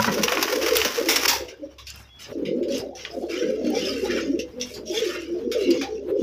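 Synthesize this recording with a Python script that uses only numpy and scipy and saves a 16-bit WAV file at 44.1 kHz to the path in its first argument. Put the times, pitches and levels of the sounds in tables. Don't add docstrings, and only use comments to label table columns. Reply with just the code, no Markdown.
import sys
import numpy as np
from scipy import signal
from scipy.fft import rfft, irfft, next_fast_len
from scipy.io import wavfile

SR = 44100
rng = np.random.default_rng(int(sys.argv[2]) if len(sys.argv) > 2 else 0)


def to_wav(s):
    ch = np.atleast_2d(s).T
    pcm = np.round(np.clip(ch, -1, 1) * 32767)
    wavfile.write(sys.argv[1], SR, pcm.astype(np.int16))


N = 274302

# time_s, level_db
HUM_LEVELS = [(0.0, -68), (0.2, -44.5), (0.52, -55), (0.81, -36), (0.92, -57.5), (1.42, -40.5), (1.55, -59),
              (1.85, -46), (2.2, -56.5), (4.4, -45), (4.55, -54.5), (5.6, -46), (6.22, -53.5)]
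# freq_hz, density_db_per_hz
AIR_SPECTRUM = [(15, -41), (25, -7.5), (64, 0.5), (145, 3), (531, -9.5), (775, -5), (4140, -20.5),
                (5430, -40), (16000, -28.5)]
# start_s, peak_db, centre_hz
WIRE_TICKS = [(0.2339, -25, 2400), (0.2825, -8, 2620), (0.3342, -18, 2280), (0.3715, -12.5, 2260),
              (0.768, -10, 3230), (0.768, -7.5, 12500), (0.816, -8, 2530), (1.1, -12, 5860),
              (1.1348, -21, 2730), (1.1592, -12, 5430), (1.294, -12, 4940), (1.3306, -18, 5620),
              (1.8706, -42, 5060), (1.9028, -24, 5200), (1.903, -34, 11500), (1.959, -36, 12500),
              (3.05, -18, 2710), (3.703, -30, 12000), (4.6124, -19, 3450), (5.7063, -23.5, 2920),
              (5.706, -27.5, 11600)]
# start_s, length_s, centre_hz, level_db
NARROW_SWELLS = [(5.162, 0.18, 2930, -52.5), (5.57, 0.21, 2774, -37), (5.593, 0.11, 3990, -42.5),
                 (5.595, 0.26, 2190, -45.5), (1.277, 0.1, 890, -29), (1.49, 0.087, 1590, -54),
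                 (1.777, 0.041, 1090, -48)]
# start_s, length_s, first_pitch_hz, last_pitch_hz, level_db
THIN_SQUEAKS = [(2.04, 0.03, 3750, 3640, -56), (2.08, 0.13, 3345, 3380, -47.5)]
# freq_hz, density_db_per_hz
LITTER_SPECTRUM = [(590, -23.5), (1000, -25.5), (1290, -9.5), (1850, -10.5), (2780, -1.5), (4120, -8),
                   (5630, 0), (8360, -25), (12000, -20.5), (16000, -30)]
# (over 6.5 kHz, full from 8.2 kHz, relative)
LITTER_SCUFFS = [(1.899, 0.0093, 195, -39.5, 4.5, 3), (1.989, 0.0042, 234, -65, 29.5, 27.5),
                 (2.229, 0.038, 450, -36.5, 1, 3.5), (2.74, 0.05, 500, -29.5, -6.5, 0.5),
                 (3.008, 0.034, 195, -37.5, 4, -3), (3.16, 0.11, 200, -56, -20, 13),
                 (3.331, 0.039, 108, -29.5, 7.5, -2.5), (3.682, 0.041, 52, -38, 5.5, 2.5),
                 (3.786, 0.018, 129, -27, 1, -1), (3.89, 0.24, 89, -37.5, 3.5, 5),
                 (4.112, 0.014, 158, -38, 18, -5), (4.18, 0.055, 302, -39, -17, -16),
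                 (4.66, 0.061, 398, -41.5, -10, 10.5), (4.894, 0.061, 79.5, -31.5, -18, 1.5),
                 (4.967, 0.08, 125, -28, 4.5, 3), (5.055, 0.009, 300, -49, -4, -1),
                 (5.137, 0.0067, 129, -40, 16.5, -3), (5.58, 0.046, 94, -37, 3.5, 0),
                 (5.739, 0.053, 156, -35, -7.5, -5), (6.21, 0.02, 99, -45.5, -3, -6)]
# start_s, level_db, tilt_db_per_octave,
# depth_db (under 2.4 kHz, full from 1.9 kHz, relative), t60_s (up to 4 kHz)
FOOTSTEPS = [(1.482, -29, -2.5, -7, 0.1), (1.7826, -36, -1, -1, 0.14), (1.868, -38, 5.5, -19, 0.11),
             (2.324, -58, 9.5, -5, 0.081), (2.451, -24, -10.5, -17, 0.15), (2.627, -35.5, -3, -8, 0.097),
             (2.6815, -40, 3, 6, 0.071), (2.951, -39.5, 0.5, -3, 0.13), (2.992, -29, -8, -16, 0.086),
             (3.052, -24, -15.5, -8, 0.08), (4.104, -25, -3.5, -1, 0.11), (4.172, -22, -10.5, 3, 0.093),
             (4.39, -26.5, 0, -22, 0.092), (4.597, -33.5, -2, -15, 0.07), (4.612, -27.5, 1.5, -8, 0.091),
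             (4.7383, -40.5, 7.5, 1, 0.13), (5.515, -23, 0, 1.5, 0.11), (5.706, -33, 8, -12, 0.055),
             (5.8118, -18, -4, 1, 0.11)]
# start_s, level_db
PLANK_KNOCKS = [(0.0, -14.5), (0.078, -18)]
# freq_hz, level_db, t60_s
PLANK_MODES = [(122, -14, 0.36), (216, -4.5, 0.19), (566, -3, 0.076), (980, 0.5, 0.082), (1395, 4, 0.015)]
# freq_hz, density_db_per_hz
WING_SPECTRUM = [(410, -58), (700, -6), (971, -4.5), (1090, -3), (2590, -1), (4100, -7.5), (4750, -3.5),
                 (5400, 0), (6070, -3), (8310, -21), (12000, -13), (16000, -14)]
# time_s, level_db
FLAP_LEVELS = [(0.0, -28), (0.162, -36), (0.668, -30), (1.006, -32.5), (1.21, -31), (1.262, -20.5),
               (1.268, -47), (1.277, -49), (1.285, -26), (1.366, -31), (1.5, -90)]
# start_s, level_db, tilt_db_per_octave, t60_s (up to 4 kHz)
WING_CLAPS = [(0.0438, -6.5, -5.5, 0.069), (0.0812, -14.5, -14.5, 0.14), (0.1408, -18, 0, 0.11),
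              (0.1793, -18.5, -4.5, 0.17), (0.2331, -6.5, 1.5, 0.082), (0.28, -11.5, -7, 0.13),
              (0.3202, -9, -4, 0.14), (0.3716, -14.5, -10, 0.15), (0.426, -4, 0, 0.068),
              (0.4786, -12, -9, 0.087), (0.5235, -10.5, -3, 0.097), (0.612, -20.5, -4, 0.56),
              (0.6625, -20, -4.5, 0.34), (0.7532, -15, 1.5, 0.48), (0.816, -12.5, -4, 0.057),
              (0.848, -12, -1, 0.18), (0.9746, -23, -10, 0.17), (1.0864, -9.5, 1.5, 0.46),
              (1.1592, -9, -0.5, 0.098), (1.2231, -26, -5, 0.15), (1.2507, -12.5, -6, 0.047),
              (1.2785, -14, 5, 0.36)]
# time_s, level_db
MURMUR_LEVELS = [(0.0, -30.5), (0.85, -30), (0.95, -38.5), (1.0, -27.5), (1.6, -46), (1.8, -64.5),
                 (2.18, -80), (2.36, -28), (2.72, -30), (3.07, -51.5), (3.14, -35.5), (3.8, -28.5),
                 (4.38, -32), (4.52, -50), (5.02, -33), (5.25, -42.5), (5.36, -33), (5.75, -29),
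                 (5.98, -36), (6.22, -22)]
# start_s, length_s, first_pitch_hz, last_pitch_hz, level_db (before throb)
NEAR_COOS = [(0.058, 0.061, 242, 190, -17.5), (0.158, 0.066, 624, 500, -25.5), (0.176, 0.07, 212, 208, -24),
             (0.231, 0.038, 472, 467, -21.5), (0.282, 0.09, 449, 572, -25),
             (0.516, 0.045, 497, 509.0, -19.5), (0.562, 0.082, 527, 533, -26),
             (0.615, 0.063, 316, 354, -27.5), (0.641, 0.07, 421, 552, -23.5),
             (0.704, 0.045, 497, 491.0, -18), (0.706, 0.047, 444, 448.0, -17),
             (0.755, 0.071, 466, 418, -23.3), (0.968, 0.05, 475, 474, -17.5), (1.044, 0.066, 355, 313, -22),
             (1.073, 0.076, 423.5, 474, -26), (1.352, 0.12, 588, 465, -35.5), (1.584, 0.11, 303, 300, -33),
             (1.623, 0.042, 548, 561, -29.5), (2.286, 0.23, 369, 419, -40), (2.339, 0.063, 291, 366, -32.5),
             (2.349, 0.11, 570, 444, -34), (2.408, 0.051, 396.0, 390, -29), (2.507, 0.068, 469, 478, -26.5),
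             (2.548, 0.065, 232, 274, -22), (2.59, 0.072, 379, 331, -21), (2.661, 0.12, 529, 572, -24),
             (2.696, 0.1, 221, 292, -26.5), (2.712, 0.12, 508, 456, -32), (2.795, 0.064, 779, 790, -44),
             (2.896, 0.087, 725, 770, -40.5), (3.106, 0.09, 694, 700, -36.0), (3.161, 0.045, 529, 526, -29),
             (3.164, 0.056, 255, 245, -28.5), (3.216, 0.033, 730, 733.0, -33.5),
             (3.225, 0.041, 351, 348, -24), (3.3, 0.17, 324.3, 414, -26), (3.379, 0.089, 528, 408, -22.5),
             (3.382, 0.12, 361, 286, -26.5), (3.404, 0.16, 473, 531, -28.5),
             (3.46, 0.074, 237, 225.0, -28.5), (3.487, 0.15, 402, 456, -27),
             (3.583, 0.22, 258.3, 227.7, -25.5), (3.63, 0.12, 308, 304, -19.5),
             (3.7, 0.094, 810, 817, -32.5), (3.754, 0.044, 467, 468, -19), (3.8, 0.077, 215, 210, -30.5),
             (3.898, 0.14, 259, 292, -32.5), (4.024, 0.037, 384, 399, -20.5),
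             (4.034, 0.059, 810.0, 810.0, -34), (4.08, 0.045, 355, 348, -23.5),
             (4.154, 0.059, 247, 245, -26.5), (4.265, 0.098, 258, 332, -19), (4.325, 0.037, 337, 340, -20),
             (4.37, 0.092, 482, 514, -30), (4.54, 0.17, 246, 247.5, -33), (4.558, 0.071, 507, 495, -30.5),
             (4.712, 0.13, 415, 416, -35), (4.85, 0.13, 611, 640, -34.5), (4.884, 0.063, 393, 310, -24),
             (4.92, 0.061, 836, 858.0, -39), (4.935, 0.12, 406, 525, -23.5), (5.01, 0.044, 450, 447, -20),
             (5.04, 0.073, 379.4, 341, -23), (5.109, 0.17, 381.3, 306.5, -31.5),
             (5.27, 0.14, 338.7, 363, -23.5), (5.374, 0.2, 446, 507, -27), (5.43, 0.097, 234, 258, -30),
             (5.545, 0.065, 509, 386, -22), (5.59, 0.067, 423, 360, -20.5), (5.644, 0.1, 283.5, 254, -21.5),
             (5.664, 0.077, 364, 325.5, -13), (5.705, 0.11, 510, 498.5, -24.5),
             (5.77, 0.07, 289, 272, -24.0), (5.815, 0.093, 814, 800, -32.5), (5.854, 0.14, 407.4, 457, -27),
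             (5.912, 0.2, 386, 434, -30.5), (6.047, 0.11, 361, 361, -26),
             (6.062, 0.17, 379.3, 422.5, -24.5), (6.18, 0.049, 443, 437, -30)]

HUM_HZ, HUM_UPPER_HZ, HUM_UPPER_RELATIVE_DB, AIR_DB = 66.7, 101.6, -8, -57.5
LOFT_T60_S, LOFT_DB, LOFT_DULL_HZ = 0.38, -17, 2770
RING_DB, RING_HZ, RING_WIDTH_HZ, RING_SWING_DB = -4, (1494, 11000), 14.4, 9
TICK_T60_S, TICK_WIDTH_OCTAVES, NARROW_WIDTH_HZ = 0.019, 0.93, 144
SCUFF_RISE_DB_PER_S, SCUFF_RISE_S = 200, 0.05
STIR_DB, STIR_FROM_S = -60.5, 1.45
TOGETHER_DB = 1.5
TREBLE_HASTE_PER_OCTAVE = 0.19
MURMUR_PER_S, MURMUR_HZ = 120, (184.1, 652.3)
MURMUR_TILT_DB = -0.5
ROLL_DB, ROLL_HZ = 3, 33
FAR_GLIDE_SHARE = 0.11
THROB_HZ, FAR_THROB_DEPTH, NEAR_THROB_DEPTH = (21.777, 54.978), 0.78, 0.46
FAR_WOBBLE_SHARE, NEAR_WOBBLE_SHARE = 0.017, 0.0093
HOARSE_ABOVE_HZ, HOARSE_SHARE = 700, 0.041
CREST_AT = 0.41
CUTOFF_HZ = 15400


def from_db(db):
    return np.exp(np.asarray(db) * np.log(10) / 20)


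def rms_one(x):
    return x / np.sqrt(np.mean(x ** 2) + 1e-20)


def level_in_time(rows):
    time_s, level_db = np.transpose(rows)
    return np.interp(np.arange(N) / SR, time_s, level_db)


def drift(rate_hz):
    r = np.exp(-80 * np.pi * rate_hz / SR)
    noise = rng.standard_normal(N // 40 + 2002)
    slow = signal.lfilter([1], [1, -2 * r, r * r], noise)[2000:]
    return np.interp(np.arange(N) / 40, np.arange(len(slow)), rms_one(slow))


def colour(x, spectrum):
    hz, points = np.arange(N // 2 + 1) * SR / N + 1, np.array(spectrum)
    gain_db = np.interp(np.log(hz), np.log(points[:, 0]), points[:, 1])
    return rms_one(irfft(rfft(x) * from_db(gain_db), N))


def bandpass(x, edges_hz, order=2):
    return signal.sosfilt(signal.butter(order, edges_hz, "band", fs=SR, output="sos"), x)


def bands(x, count):
    edges = np.geomspace(600, 17000, count + 1)
    return [(np.sqrt(a * b), bandpass(x, [a, b])) for a, b in zip(edges, edges[1:])]


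def grains(ticks_per_s, tick_db):
    size_db = tick_db + 4.5 * np.minimum(rng.exponential(1, N), 2.5)
    ticks = (rng.random(N) < ticks_per_s / SR) * from_db(size_db)
    return rng.standard_normal(N) * (1 + signal.lfilter([1], [1, -.985], ticks))


def hum():
    t = np.arange(N) / SR
    lower = np.sin(2 * np.pi * HUM_HZ * t + 0.51 * drift(4.3))
    upper = np.sin(2 * np.pi * HUM_UPPER_HZ * t + 0.78 * drift(11.0))
    tones = lower + from_db(HUM_UPPER_RELATIVE_DB + 3.1 * drift(9.1)) * upper
    air = from_db(AIR_DB + 5.8 * drift(7.8)) * colour(rng.standard_normal(N), AIR_SPECTRUM)
    return from_db(level_in_time(HUM_LEVELS) + 2.2 * drift(3.2)) * tones + air


def loft(x):
    size = next_fast_len(N + SR)
    w = 2 * np.pi * np.arange(size // 2 + 1) / size
    dull = 1 / (1 + 1j * w * SR / (2 * np.pi * LOFT_DULL_HZ))
    response = 0
    for k, lag in enumerate(rng.uniform(.009, .03, 8) * SR):
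        loop = dull * from_db(-60 * lag / SR / LOFT_T60_S) * np.exp(-1j * w * lag)
        response = response + (-1) ** k * loop / (1 - loop)
    return irfft(rfft(x, size) * response, size)[:N]


def ringing(x):
    out, r = 0, np.exp(-np.pi * RING_WIDTH_HZ / SR)
    for place in (np.arange(36) + rng.random(36)) / 36:
        hz = RING_HZ[0] * (RING_HZ[1] / RING_HZ[0]) ** place
        poles = [1, -2 * r * np.cos(2 * np.pi * hz / SR), r * r]
        ring = signal.lfilter([1 - r, 0, r - 1], poles, x + 1e-18)
        out = out + from_db(RING_DB + RING_SWING_DB * np.tanh(drift(5))) * ring
    return out


def wire_ticks():
    out, t = np.zeros(N), np.arange(SR // 20) / SR
    for start_s, peak_db, hz in WIRE_TICKS:
        edges = hz * 2 ** (TICK_WIDTH_OCTAVES * np.array([-.5, .5]))
        noise = rng.standard_normal(len(t)) * from_db(-60 * t / TICK_T60_S)
        tick = bandpass(noise, edges, order=3)
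        i = round(start_s * SR)
        out[i:i + len(t)] += from_db(peak_db) * tick / np.abs(tick).max()
    return out


def narrow_swells():
    out = np.zeros(N)
    for start_s, length_s, hz, level_db in NARROW_SWELLS:
        i, n = round(start_s * SR), round(length_s * SR)
        edges = [hz - NARROW_WIDTH_HZ / 2, hz + NARROW_WIDTH_HZ / 2]
        noise = rms_one(bandpass(rng.standard_normal(SR), edges)[-n:])
        out[i:i + n] += from_db(level_db) * np.hanning(n) ** .5 * noise
    return out


def squeaks():
    return syllables(THIN_SQUEAKS, depth=0.11, hoarse_share=0.0022)


def scuffle():
    t = np.arange(N) / SR
    level = body = sheen = (t >= STIR_FROM_S) * from_db(STIR_DB)
    for full_s, held_s, fade, level_db, body_db, sheen_db in LITTER_SCUFFS:
        rise_db = SCUFF_RISE_DB_PER_S * np.maximum(full_s - t, 0)
        fade_db = fade * np.maximum(t - full_s - held_s, 0)
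        gate = np.clip(3 + 3 * (t - full_s) / SCUFF_RISE_S, 0, 1) ** 2
        swell = from_db(level_db - rise_db - fade_db) * gate
        level = level + swell
        body = body + swell * from_db(body_db)
        sheen = sheen + swell * from_db(sheen_db)
    body_db = 20 * np.log10((body + 1e-9) / (level + 1e-9))
    sheen_db = 20 * np.log10((sheen + 1e-9) / (level + 1e-9))
    together, sheen_flicker, out = drift(8.9), drift(26), 0
    grit = grains(ticks_per_s=120, tick_db=-8)
    for hz, band in bands(colour(grit, LITTER_SPECTRUM), count=26):
        low, high = np.clip(np.log2(3500 / hz), 0, 1), np.clip(np.log2(hz / 6500) * 3, 0, 1)
        flicker_db = TOGETHER_DB * together + 2.85 * (1 - high) * drift(13.4) + 3 * high * sheen_flicker
        out = out + band * from_db(low * body_db + high * sheen_db + flicker_db)
    return level * out


def bursts(events, grit, spectrum, rise_s, crack_db, bend, tint_db):
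    out, t = 0, np.arange(SR // 3) / SR
    tint = rng.normal(0, tint_db, (len(events), 14))
    crack, onset = from_db(crack_db - 60 * t / 0.013), 1 - np.exp(-t / rise_s)
    for k, (hz, band) in enumerate(bands(colour(grit, spectrum), count=14)):
        envelope = np.zeros(N + len(t))
        octaves = np.clip(np.log2(hz / 2000), -.8, 1.5)
        low = np.clip(np.log2(2400 / hz) * 3, 0, 1)
        haste = 1 + TREBLE_HASTE_PER_OCTAVE * max(np.log2(hz / 4000), 0)
        for (start_s, level_db, tilt_db, depth_db, t60_s), own_db in zip(events, tint):
            i = round(start_s * SR)
            shape = onset * (crack + from_db(-60 * (haste * t / t60_s) ** bend))
            gain_db = level_db + octaves * tilt_db + low * depth_db + own_db[k]
            envelope[i:i + len(t)] += from_db(gain_db) * shape
        out = out + band * envelope[:N]
    return out


def steps():
    return bursts(FOOTSTEPS, rng.standard_normal(N), LITTER_SPECTRUM,
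                  rise_s=0.0018, crack_db=-3.0, bend=1.9, tint_db=2.0)


def knocks():
    clicks, out = np.zeros(N), 0
    for start_s, level_db in PLANK_KNOCKS:
        clicks[round(start_s * SR)] = from_db(level_db)
    for hz, level_db, t60_s in PLANK_MODES:
        r, w = from_db(-60 / (t60_s * SR)), 2 * np.pi * hz / SR
        poles = [1, -2 * r * np.cos(w), r * r]
        out = out + signal.lfilter([0, from_db(level_db) * np.sin(w)], poles, clicks + 1e-18)
    return signal.sosfilt(signal.butter(2, 90, "high", fs=SR, output="sos"), out)


def flapping():
    rush = colour(grains(ticks_per_s=500, tick_db=-8.5), WING_SPECTRUM)
    going = np.arange(N) < FLAP_LEVELS[-1][0] * SR
    return going * from_db(level_in_time(FLAP_LEVELS) + 2.8 * drift(61.2)) * rush


def claps():
    events = np.insert(WING_CLAPS, 3, 0, axis=1)
    return bursts(events, grains(ticks_per_s=200, tick_db=-11.0), WING_SPECTRUM,
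                  rise_s=0.001, crack_db=-3.5, bend=0.98, tint_db=1)


def syllables(rows, depth, wobble_share=FAR_WOBBLE_SHARE, hoarse_share=HOARSE_SHARE):
    out, wobble, crackle = np.zeros(N + SR), drift(39.3), drift(93)
    for start_s, length_s, first_hz, last_hz, level_db in rows:
        pace, place = rng.random(2)
        i, n = max(round(start_s * SR), 0), round(length_s * SR)
        j = int(place * (N - n))
        if first_hz > HOARSE_ABOVE_HZ:
            waver = hoarse_share * crackle[j:j + n]
        else:
            waver = wobble_share * wobble[j:j + n]
        pitch = np.linspace(first_hz, last_hz, n) * (1 + waver)
        throb_hz = THROB_HZ[0] + pace * (THROB_HZ[1] - THROB_HZ[0])
        throb = np.cos(2 * np.pi * throb_hz * (np.arange(n) - CREST_AT * n) / SR)
        swell = np.hanning(n) ** 0.5 * (1 + depth * throb)
        phase = 2 * np.pi * np.cumsum(pitch) / SR
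        out[i:i + n] += from_db(level_db) * swell * np.sin(phase)
    return out[:N]


def murmur():
    start, length, one, other, soft = rng.random((round(MURMUR_PER_S * N / SR), 5)).T
    place = (one + other) / 2
    hz = MURMUR_HZ[0] + place * (MURMUR_HZ[1] - MURMUR_HZ[0])
    slide = FAR_GLIDE_SHARE * (rng.random(len(hz)) - .5)
    level_db = MURMUR_TILT_DB * place - 5 * soft
    rows = np.transpose([start * N / SR, 0.0446 + 0.0874 * length,
                         hz * (1 - slide), hz * (1 + slide), level_db])
    mood_db = level_in_time(MURMUR_LEVELS) + ROLL_DB * drift(ROLL_HZ)
    return from_db(mood_db) * rms_one(syllables(rows, FAR_THROB_DEPTH))


def coos():
    return syllables(NEAR_COOS, NEAR_THROB_DEPTH, wobble_share=NEAR_WOBBLE_SHARE)


def scene():
    feet = scuffle() + steps() + wire_ticks()
    feet = feet + ringing(feet) + narrow_swells() + squeaks()
    wings = knocks() + flapping() + claps()
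    voices = murmur() + coos()
    birds = feet + wings + voices
    return (hum() + from_db(LOFT_DB) * loft(birds) + birds)[None]


def record(dry):
    steep = signal.ellip(10, .5, 60, CUTOFF_HZ, fs=SR, output="sos")
    return signal.sosfilt(steep, np.tanh(dry))


dry = scene()
out = record(dry)
to_wav(out)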